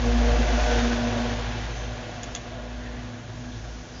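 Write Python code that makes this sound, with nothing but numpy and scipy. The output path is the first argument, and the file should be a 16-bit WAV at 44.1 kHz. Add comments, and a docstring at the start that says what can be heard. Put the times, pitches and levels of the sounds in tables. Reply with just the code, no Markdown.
"""A hedgehog runs in a small wooden wheel indoors, close to the microphone, over room hiss and a faint hum.
In the first second the wheel is loudest: a low drone, a wavering whir, the rumble of rolling contacts
that excite the drum's resonances, and the noise of friction. It then dies down, with brief scrapes.
Just past half-way, two light double taps ring a set of high modes, and the wheel runs on quietly."""
import sys
import numpy as np
from scipy import signal
from scipy.fft import rfft, irfft
from scipy.io import wavfile

SR = 44100
rng = np.random.default_rng(int(sys.argv[2]) if len(sys.argv) > 2 else 0)


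def store_wav(level_fs):
    """Save 16-bit WAV to argv[1]."""
    pcm = np.round(np.clip(np.atleast_2d(level_fs), -1, 1) * 32767)
    wavfile.write(sys.argv[1], SR, pcm.T.astype(np.int16))


N = 176400
T = np.arange(N) / SR
WAVER_HZ = 11  # bandwidth of the random modulation of drone and whir


def undb(db):
    """The decibel scale: 20 dB is a factor of ten in amplitude."""
    return 10 ** (np.asarray(db) / 20)


def unit(x):
    """Normalisation to rms 1."""
    return x / np.sqrt(np.mean(np.abs(x) ** 2))


def curve(rows):
    """Linear interpolation between rows of time in seconds and value."""
    return np.interp(T, *np.array(rows, float).T)


def colour(x, points):
    """Spectral shaping: x is weighted by points of frequency in Hz and gain in dB, then set to rms 1."""
    hz, db = np.array(points, float).T
    f = np.arange(N // 2 + 1) * SR / N
    gain = undb(np.interp(np.log(f + 1), np.log(hz), db))
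    return unit(irfft(rfft(x) * gain, N))


def resonate(x, hz, width):
    """A damped second-order resonator with gain 1 at its centre."""
    return signal.lfilter(*signal.iirpeak(hz, hz / width, fs=SR), x)


def drift(rate_hz):
    """Low-pass complex noise of rms 1: a random fluctuation, mostly slower than rate_hz."""
    f = np.fft.fftfreq(N, 1 / SR)
    noise = rng.standard_normal(N) + 1j * rng.standard_normal(N)
    return unit(np.fft.ifft(np.fft.fft(noise) / (1 + (f / rate_hz) ** 2)))


def tone(hz, waver, rate_hz=WAVER_HZ):
    """Random modulation of a sinusoid's amplitude and phase; waver runs from 0 (pure) to 1 (noise)."""
    waver = np.clip(waver, 0, 1)
    modulation = np.sqrt(1 - waver ** 2) + waver * drift(rate_hz)
    carrier = np.exp(2j * np.pi * np.cumsum(hz) / SR)
    return np.sqrt(2) * np.real(modulation * carrier)


def grains(per_second=14000, spread_db=1):
    """Shot noise: dense tiny contacts of uneven size between surfaces that roll and rub."""
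    hit = rng.random(N) < per_second / SR
    return unit(hit * rng.standard_normal(N) * undb(spread_db * rng.standard_normal(N)))


def contact_ring(hz, width):
    """Forced resonance: contact noise through two like resonators gives a narrow band of rms 1."""
    return unit(resonate(resonate(grains(), hz, width), hz, width))


def room():
    """Stationary noise: a broad band is heard as hiss, a narrow one as a faint, wavering hum."""
    # Spectrum of the room hiss. Each row: frequency in Hz, relative density in dB.
    spectrum = [(30, 10.5), (130, 17.5), (200, 10), (330, 8.5), (700, -1), (1150, -5.5), (1700, 0.5),
                (2300, -11.5), (3300, -6), (4800, -10.5), (6500, -6), (7200, -15)]
    hum = tone(hz=np.full(N, 121.3), waver=1.0, rate_hz=3.7)
    hiss = colour(rng.standard_normal(N), spectrum)
    return hiss * undb(-43.5) + hum * undb(-48.5)


def enclosure(x, echo_db=-14, decay_s=.01):
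    """Interference with weak early reflections from the drum and the pen ripples the spectrum."""
    t = T[:2048]
    echoes = rng.standard_normal(len(t)) * np.exp(-t / decay_s) * (t > .003)
    echoes *= undb(echo_db) / np.linalg.norm(echoes)
    return (x + signal.fftconvolve(x, echoes)[:N]) / np.hypot(1, undb(echo_db))


def scrapes():
    """Friction excites one resonance at each scrape or faint squeak, under a Gaussian envelope."""
    # Each row: middle in seconds, fade time in seconds, centre in Hz, nominal width in Hz, level in dB.
    swells = [(.81, 0.49, 1504, 12, -41.5), (0.823, 0.32, 1640, 250, -43), (0.8, 0.11, 3645, 20, -42.5),
              (1.307, .08, 1800, 400, -46.5), (1.787, 0.13, 6230, 340, -51), (2.575, 0.13, 640, 55, -43.5),
              (2.861, 0.075, 1716, 260, -46.5), (2.958, 0.085, 1860, 230, -48),
              (3.479, .05, 1620, 130, -53), (3.542, .06, 3400, 900, -52.5), (3.99, 0.055, 4950, 400, -50)]
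    out = 0
    for middle, fade_s, hz, width, db in swells:
        envelope = np.exp(-2 * ((T - middle) / fade_s) ** 2)
        out = out + contact_ring(hz, 1.7 * width) * undb(db) * envelope
    return out


def rubbing():
    """Friction noise: tiny contacts sum to a broad rub and a treble hiss that flutter together."""
    # Spectra of rub and hiss. Each row: frequency in Hz, relative density in dB.
    rub_spectrum = [(30, 3), (180, -2), (330, 0.5), (500, -2.5), (800, 3), (1100, -0.5), (1300, -2),
                    (1580, 2), (2100, -2.5), (2700, -3), (3500, -4.5), (4300, -9), (5200, -13.5),
                    (7000, -18.5)]
    hiss_spectrum = [(2000, -12), (3500, -5.5), (4500, -0.5), (5500, 4), (6400, 5), (7200, -7)]
    # Their envelopes. Each row: time in seconds, relative level in dB.
    rub_level = [(0, -35.5), (.3, -33), (.55, -32), (.77, -31), (1.0, -34.5), (1.35, -35.5), (1.7, -39),
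                 (2.0, -42), (2.35, -43.5), (2.65, -46.5), (3.0, -46), (3.3, -49), (4, -49.5)]
    hiss_level = [(0, -44), (.45, -41.5), (.76, -38.5), (1.0, -43), (1.55, -49), (1.8, -52), (2.1, -53.5),
                  (2.4, -51), (2.6, -69), (3.25, -61.5), (3.4, -54), (3.9, -53), (4, -54)]
    flutter = undb(.5 * drift(rate_hz=24).real)
    rub = colour(grains(), rub_spectrum) * undb(curve(rub_level) + 1)
    hiss = colour(grains(), hiss_spectrum) * undb(curve(hiss_level))
    return flutter * (rub + hiss)


def taps(soft_hz=4000):
    """Impact excitation: each tap is an impulse and a brief rattle that ring the same high modes."""
    # Each row: start in seconds, relative level in dB, seconds for the rattle to fall 60 dB,
    # extra gain in dB for the modes below soft_hz.
    impacts = [(2.2324, -14.5, 0.04, -4.5), (2.2402, -18, .022, -2), (2.3501, -7.5, 0.035, -1.5),
               (2.3603, -17, 0.083, 4.5)]
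    # Modes of the taps. Each row: frequency in Hz, width in Hz, gain in dB.
    modes = [(1300, 700, -11), (2140, 340, -5.5), (2680, 250, -7.5), (3350, 255, 2), (4930, 900, -11.5),
             (6120, 300, -3), (6370, 200, -6.5), (6690, 260, 1)]
    out = 0
    for start, db, t60, low_db in impacts:
        age = np.maximum(T - start, 0)
        strike = np.arange(N) == int(start * SR)
        decay = np.exp(-np.log(1000) * age / t60) + 1e-18
        rattle = (T >= start) * decay * rng.standard_normal(N)
        force = undb(db) * (5.1 * strike + .39 * rattle)
        for k, (hz, width, mode_db) in enumerate(modes):
            gain = undb(mode_db + low_db * (hz < soft_hz))
            out = out + (-1) ** k * gain * resonate(force, hz, width)  # modes alternate in polarity
    return out


def rumble():
    """Forced vibration: rolling contacts drive the wooden drum's modes, each swelling on its own."""
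    # Modes of the drum. Each row: frequency in Hz, nominal width in Hz, relative level in dB.
    modes = [(75, 15, -15), (128.6, 13, -18), (162.3, 12, -24), (254.4, 28, -10), (366, 41, -12),
             (495, 27, -11), (605.4, 84, -7.5), (715.7, 45, -9), (867.5, 49, -18.5), (982, 39, -18.5),
             (1128, 56, -18)]
    # Strength of the rolling. Each row: time in seconds, relative level in dB.
    roll_level = [(0, -32), (.15, -34), (.25, -31), (.4, -30), (.58, -30.5), (.7, -31), (.8, -33.5),
                  (.93, -32.5), (1.12, -31.5), (1.35, -34.5), (1.7, -42), (2.0, -40.5), (2.42, -42.5),
                  (2.58, -44.5), (3.0, -43), (3.5, -48.5), (4, -47)]
    out = 0
    for hz, width, db in modes:
        ring = contact_ring(hz, 1.24 * width)
        swell_db = 3.0 * drift(rate_hz=4).real
        out = out + ring * undb(db + swell_db)
    return out * undb(curve(roll_level))


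def whir():
    """Superposition of partials: a wavering fundamental and rougher, mostly inharmonic overtones."""
    # Pitch of the whir. Each row: time in seconds, frequency in Hz.
    pitch = [(0, 238.7), (.3, 237.3), (.6, 238.1), (1.0, 237.6), (1.45, 237), (1.8, 242.8), (2.4, 241.2),
             (3.0, 243.6), (3.4, 244.4), (4, 247.8)]
    # Each row: frequency ratio to the fundamental, relative level in dB, waver from 0 to 1.
    overtones = [(2, -6, 0.56), (2.51, -10, 0.8), (2.61, -13.5, 0.7), (3.05, -13.5, 0.8)]
    # Envelopes of fundamental and overtones. Each row: time in seconds, relative level in dB.
    fundamental_level = [(0, -35.5), (.08, -22.5), (.115, -33.5), (.15, -24), (.31, -29.5), (.36, -44),
                         (.4, -23.5), (.47, -37.5), (.55, -27), (.62, -44.5), (.74, -32), (.83, -24.5),
                         (.96, -29), (1.06, -25), (1.11, -35), (1.21, -28), (1.31, -30), (1.42, -39),
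                         (1.62, -41.5), (1.8, -52), (1.88, -39), (1.98, -44.5), (2.5, -47), (2.75, -41),
                         (2.98, -40), (3.13, -40), (3.28, -53), (3.48, -37.5), (3.6, -50), (4, -47.5)]
    overtone_level = [(0, -36.5), (.1, -31), (.19, -37.5), (.28, -27.5), (.48, -33), (.73, -24),
                      (.95, -35.5), (1.15, -32.5), (1.5, -43.5), (1.9, -45.5), (2.5, -50.5), (2.8, -45),
                      (3.2, -56), (4, -57)]
    hz = curve(pitch)
    upper = sum(undb(db) * tone(ratio * hz, waver) for ratio, db, waver in overtones)
    fundamental = tone(hz, waver=.19) * undb(curve(fundamental_level) - .7)
    return fundamental + upper * undb(curve(overtone_level))


def drone():
    """A harmonic pair: the wheel's nearly pure low fundamental and its less steady octave."""
    # Pitch of the drone. Each row: time in seconds, frequency in Hz.
    pitch = [(0, 54.3), (1.2, 53.8), (1.85, 54.8), (2.15, 54.0), (3.0, 56.0), (3.45, 55.4), (4, 55.6)]
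    # Envelopes of fundamental and octave. Each row: time in seconds, level in dB.
    fundamental_level = [(0.0, -22.5), (0.02, -23.5), (0.26, -20), (0.82, -24), (1.07, -32), (1.87, -32.5),
                         (2.05, -45), (2.36, -42.5), (2.41, -45), (2.71, -36.5), (3.07, -38.5), (3.14, -56),
                         (3.22, -52), (3.26, -48.5), (3.69, -36), (3.82, -38.5), (3.85, -56), (4.0, -41)]
    octave_level = [(0, -40), (.08, -35), (.19, -49), (.3, -32.5), (.55, -54.5), (.7, -43), (.8, -33),
                    (.91, -46.5), (1.02, -31.5), (1.27, -36), (1.6, -39), (1.87, -41.5), (2.0, -44),
                    (2.48, -48.5), (2.9, -46), (3.6, -39), (4, -70)]
    hz = curve(pitch)
    fundamental = tone(hz, waver=.19) * undb(curve(fundamental_level))
    octave = tone(2 * hz, waver=.42, rate_hz=6) * undb(curve(octave_level))
    return fundamental + octave


def scene():
    """Linear superposition: the wheel, the room and the taps add at one microphone."""
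    return (drone() + whir() + rumble() + enclosure(rubbing() + room()) + scrapes() + taps())[None]


def record(dry):
    """Band limiting: the recorder drops the bass below 24 Hz and cuts steeply above 7230 Hz."""
    high_pass = signal.butter(2, 24, "high", fs=SR, output="sos")
    low_pass = signal.ellip(12, .2, 80, 7230, fs=SR, output="sos")
    return signal.sosfilt(low_pass, signal.sosfilt(high_pass, dry))


dry = scene()
out = record(dry)
store_wav(out)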